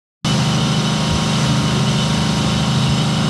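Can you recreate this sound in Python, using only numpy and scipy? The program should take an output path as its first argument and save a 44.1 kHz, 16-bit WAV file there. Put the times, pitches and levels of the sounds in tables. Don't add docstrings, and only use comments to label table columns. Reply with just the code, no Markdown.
import sys
import numpy as np
from scipy import signal
from scipy.io import wavfile

SR = 44100
rng = np.random.default_rng(int(sys.argv[2]) if len(sys.argv) > 2 else 0)


def voltage_ratio(decibels):
    exponent = np.asarray(decibels, float) / 20
    return 10 ** exponent


def wrap_up_sound(samples):
    columns = np.atleast_2d(samples).T
    tamed = np.clip(columns, -1, 1)
    steps = np.round(tamed * 32767).astype(np.int16)
    wavfile.write(sys.argv[1], SR, steps)


N = 145089

# time in seconds, level in dB.
GUST_LEVEL = [(0.26, -43), (0.35, -29), (0.4, -39), (0.47, -31), (0.52, -43), (0.55, -23), (0.7, -41),
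              (0.78, -29), (0.81, -41), (1.08, -30), (1.14, -16.5), (1.18, -30), (2.88, -29.5), (2.9, -18),
              (2.98, -35), (3.05, -25), (3.14, -35), (3.28, -29)]
# frequency in Hz, density in dB per Hz.
WIND_SPECTRUM = [
    (28, -24),
    (50, -22),
    (75, 1.5),
    (100, 5),
    (125, -10),
]
# frequency in Hz, density in dB per Hz.
HULL_SPECTRUM = [
    (110, 1),
    (145, -1.2),
    (200, -3),
    (290, -4.5),
    (450, -12.5),
]
# time in seconds, level in dB.
WAKE_LEVEL = [(.26, -28.5), (.45, -29.5), (.8, -30.5), (1.2, -29.5), (1.44, -27.5), (1.54, -30.2),
              (2.3, -29.5), (2.8, -30.5), (3.28, -31.5)]
# frequency in Hz, density in dB per Hz.
WAKE_SPECTRUM = [
    (250, 1.5),
    (480, -5.5),
    (1300, -4),
    (1900, -8.5),
    (3300, -5.5),
    (5500, -8.5),
    (9000, -18.5),
    (12500, -30),
]
# time in seconds, level in dB.
SHAKE_LEVEL = [(0.26, -29.5), (0.43, -37.5), (0.53, -31), (0.56, -38), (0.6, -33), (1.82, -35.5),
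               (2.03, -26.5), (2.08, -36.5), (2.97, -33), (3.0, -24.5), (3.05, -36.5), (3.28, -32)]
# resonance in Hz, width in Hz, level in dB, fade in dB per second after settling.
FITTING_MODES = [(2740, 69, -5.5, .1), (2899, 41, -3, -0.8), (2992, 42, 3.5, -0.1), (3147, 153, -7, .1),
                 (3475, 84, -9.5, -1.8), (3616, 70, -5, 1), (3805, 127, -5.5, -2.5), (4085, 60, -8.5, 3),
                 (5140, 200, -8, 0.5), (5670, 60, -10, 5), (5955, 108, -7.5, 6), (6320, 98, -17.5, -1),
                 (7450, 63, -14, -1), (8180, 340, -20, -0.5)]
# position as a fraction of the cycle, strength in dB.
VALVE_KNOCKS = [
    (0.031, -1),
    (.14, -5.5),
    (0.271, -3.5),
    (.365, -8),
    (0.521, -3),
    (.61, -12),
    (.77, 0.5),
    (.86, -10),
]
# frequency in Hz, width in Hz, level in dB.
BLOCK_MODES = [
    (698, 110, -5),
    (1000, 120, -6.5),
    (1393, 200, 0.5),
    (1610, 65, -4.5),
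    (2000, 62, -4),
    (2220, 48, -2),
]
# time in seconds, pitch of the gear-tooth whine in Hz, its level in dB.
GEAR_WHINE = [
    (0.26, 938.3, -37),
    (1.3, 947.4, -34.5),
    (1.88, 938.3, -35),
    (2.92, 949.2, -36.5),
    (3.28, 948.8, -40),
]
# time in seconds, level in
# dB.
STERN_LEVEL = [(0.26, -36), (1.37, -41), (1.54, -30.5), (2.13, -41), (2.24, -35), (2.9, -40), (2.92, -53),
               (2.98, -34), (3.28, -38)]
WHINE_ORDERS = [
    5.52,
    47.1,
    167.75,
]
# level in dB, wobble in dB.
WHINE_LEVELS = [
    (-31, 2.5),
    (-46.5, -3),
    (-42, -1),
]
# time in seconds, level in dB.
BOOM_LEVEL = [(0.26, -27), (0.35, -20.5), (0.84, -23.5), (1.16, -33), (1.5, -18), (1.68, -24), (1.82, -20),
              (2.3, -28), (2.45, -23), (2.66, -24), (2.72, -18.5), (2.92, -17.5), (2.98, -23),
              (3.28, -24.5)]
# multiple of the cycle frequency, level in dB.
EXHAUST_ORDERS = [(1, -42), (2, -27), (3, -15.5), (4, -19), (5, -1), (6, 1), (7, -4.5), (8, -0.5),
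                  (9, -11.5), (10, -16.5), (11, -17), (12, -21), (13, -20), (14, -17), (15, -17.5),
                  (16, -20.5), (17, -21), (18, -29), (19, -26.5), (20, -16), (21, -19.5), (22, -17),
                  (23, -22), (24, -20.5), (25, -25.5), (26, -20.5), (27, -22.5), (28, -23.5), (29, -16.5),
                  (30, -21), (31, -19.5), (32, -38), (33, -33.5), (34, -31), (35, -28), (36, -15),
                  (37, -27), (38, -28), (39, -21.5), (40, -36), (41, -15), (42, -31.5), (43, -20),
                  (44, -38), (45, -27.5), (46, -24), (47, -25), (48, -19.5), (49, -48), (50, -28),
                  (51, -34.5), (52, -16.5), (53, -31.5), (54, -24), (55, -27), (56, -29)]

TEETH = 36


def rms_one(x):
    return x / np.sqrt(np.mean(x ** 2) + 1e-20)


def in_time(rows):
    s, *columns = np.transpose(rows)
    return [np.interp(np.arange(N) / SR, s, c) for c in columns]


def drift(per_s):
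    r = np.exp(-80 * np.pi * per_s / SR)
    white = rng.standard_normal(N // 40 + 2002)
    slow = signal.lfilter([1], [1, -2 * r, r * r], white)[2000:]
    slow = rms_one(slow - slow.mean())
    return np.interp(np.arange(N) / 40, np.arange(len(slow)), slow)


def resonate(x, hz, width_hz):
    r = np.exp(-np.pi * width_hz / SR)
    poles = [1, -2 * r * np.cos(2 * np.pi * hz / SR), r * r]
    return signal.lfilter([(1 - r * r) / 2, 0, (r * r - 1) / 2], poles, x + 1e-18)


def banded_noise(spectrum, patchy_db, per_s):
    hz, db = np.transpose(spectrum)
    together = drift(per_s)
    white = rng.standard_normal((2, N))
    edges = 25 * 2 ** np.arange(0, 9.2, 1 / 3)
    out = 0
    for k, (low, high) in enumerate(zip(edges, edges[1:])):
        if high < hz[0] or low > hz[-1]:
            continue
        band_filter = signal.butter(2, [low, high], "band", fs=SR, output="sos")
        band = signal.sosfilt(band_filter, white[k % 2])
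        level_db = np.interp(np.log(low * high) / 2, np.log(hz), db)
        flicker_db = patchy_db * (0.67 * together + 1.13 * drift(per_s))
        out = out + voltage_ratio(level_db + flicker_db) * band
    return rms_one(out)


def tone(angle, level_db):
    return np.sqrt(2) * voltage_ratio(level_db) * np.sin(angle)


def wind_flutter():
    return voltage_ratio(in_time(GUST_LEVEL)[0] - 1.5) * banded_noise(WIND_SPECTRUM, 2, per_s=8.0)


def hull_rumble():
    return voltage_ratio(-30) * banded_noise(HULL_SPECTRUM, 2, per_s=4.4)


def wake_rush(cycle):
    rush = voltage_ratio(in_time(WAKE_LEVEL)[0] + 4.0) * banded_noise(WAKE_SPECTRUM, 0.35, per_s=9.2)
    firing = len(VALVE_KNOCKS) * cycle
    return rush * (1 + 0.05 * np.cos(firing) + 0.06 * np.cos(firing / 2))


def fittings_buzz(cycle):
    loosest, settle_s, contacts_per_s = 2, 1.7, 1500
    shake_db = in_time(SHAKE_LEVEL)[0]
    swing_db = shake_db - shake_db.mean()
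    settled_s = np.maximum(np.arange(N) / SR - settle_s, 0)
    out = np.zeros(N)
    for k, (hz, width, db, fade) in enumerate(FITTING_MODES):
        hits = rng.random(N) < contacts_per_s * (1 + 0.15 * np.cos(cycle)) / SR
        sizes = voltage_ratio(2.5 * np.minimum(rng.exponential(1, N), 4)) * rng.choice([-1, 1], N)
        ring = resonate(resonate(hits * sizes, hz, width), hz, width)
        ring = rms_one(ring) * np.sqrt(width)
        patch_db = 0.26 * swing_db + 0.8 * drift(2.1)
        motion_db = swing_db if k == loosest else patch_db
        out += voltage_ratio(db - fade * settled_s + motion_db) * ring
    return voltage_ratio(shake_db.mean() + 5.5) * rms_one(out)


def valve_clatter(cycle):
    jitter_s, scatter_db = 0.0005, 2
    turns = cycle / (2 * np.pi)
    whole = np.arange(int(turns[-1]))
    knocks = np.zeros(N)
    for part, db in VALVE_KNOCKS:
        at = np.interp(whole + part, turns, np.arange(N))
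        at = at + jitter_s * SR * rng.standard_normal(len(whole))
        knocks[np.abs(at).astype(int)] += voltage_ratio(db + scatter_db * rng.standard_normal(len(whole)))
    rings = np.zeros(N)
    for k, (hz, width, db) in enumerate(BLOCK_MODES):
        rings += (-1) ** k * voltage_ratio(db) * resonate(knocks, hz, width)
    return voltage_ratio(-36.5) * rms_one(rings)


def whines(cycle, gear_db):
    gear = tone(TEETH * cycle, gear_db + 1.76 * drift(8.8))
    stern_order = 10.95
    stern = tone(stern_order * cycle + 0.62 * drift(3.0), in_time(STERN_LEVEL)[0] - 1.5)
    out = gear + stern
    for order, (db, wobble_db) in zip(WHINE_ORDERS, WHINE_LEVELS):
        out += tone(order * cycle, db + wobble_db * drift(3.6))
    return out


def exhaust(cycle):
    boom_order, pipe_order = 5, 7
    out = np.zeros(N)
    for order, db in EXHAUST_ORDERS:
        k = round(order)
        if k == TEETH:
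            continue
        waver_db = (0.12 - 0.1116 * db) * drift(2.6)
        swell_db = np.minimum(waver_db - waver_db.mean(), 2.5)
        level_db = in_time(BOOM_LEVEL)[0] if k == boom_order else -23 + db + swell_db
        away = k - pipe_order
        lag = 0.33 * away ** 2 - 0.375 * away ** 3
        wander = 0.09 * max(-9 - db, 0) * drift(1.5)
        out += tone(k * cycle + lag + wander, level_db)
    return out


def scene():
    gear_hz, gear_db = in_time(GEAR_WHINE)
    cycle = 2 * np.pi * np.cumsum(gear_hz / TEETH) / SR
    surroundings = wind_flutter() + hull_rumble() + wake_rush(cycle)
    machinery = fittings_buzz(cycle) + valve_clatter(cycle) + whines(cycle, gear_db)
    return (surroundings + machinery + exhaust(cycle))[None]


def band_limit(x):
    return signal.sosfilt(signal.butter(12, 12640, fs=SR, output="sos"), x)


def record(dry):
    open_s, lead_in_s, settle_gain_s, clip_top = 0.2457, 0.038, 0.1, 0.98
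    x = dry - resonate(dry, 7740, 55)
    since = np.arange(N) / SR - open_s
    dull = signal.sosfilt(signal.butter(4, 230, fs=SR, output="sos"), x)
    lead_in = voltage_ratio(-35) * np.clip(1 + since / lead_in_s, 0, 1) ** 2 * dull
    settling_db = 1.5 * np.exp(-np.abs(since) / settle_gain_s)
    x = np.where(since >= 0, x * voltage_ratio(settling_db), lead_in)
    x = clip_top * np.tanh(x / clip_top)
    x = signal.sosfilt(signal.ellip(14, 0.5, 60, 12040, fs=SR, output="sos"), x)
    return band_limit(x)


dry = scene()
out = record(dry)
wrap_up_sound(out)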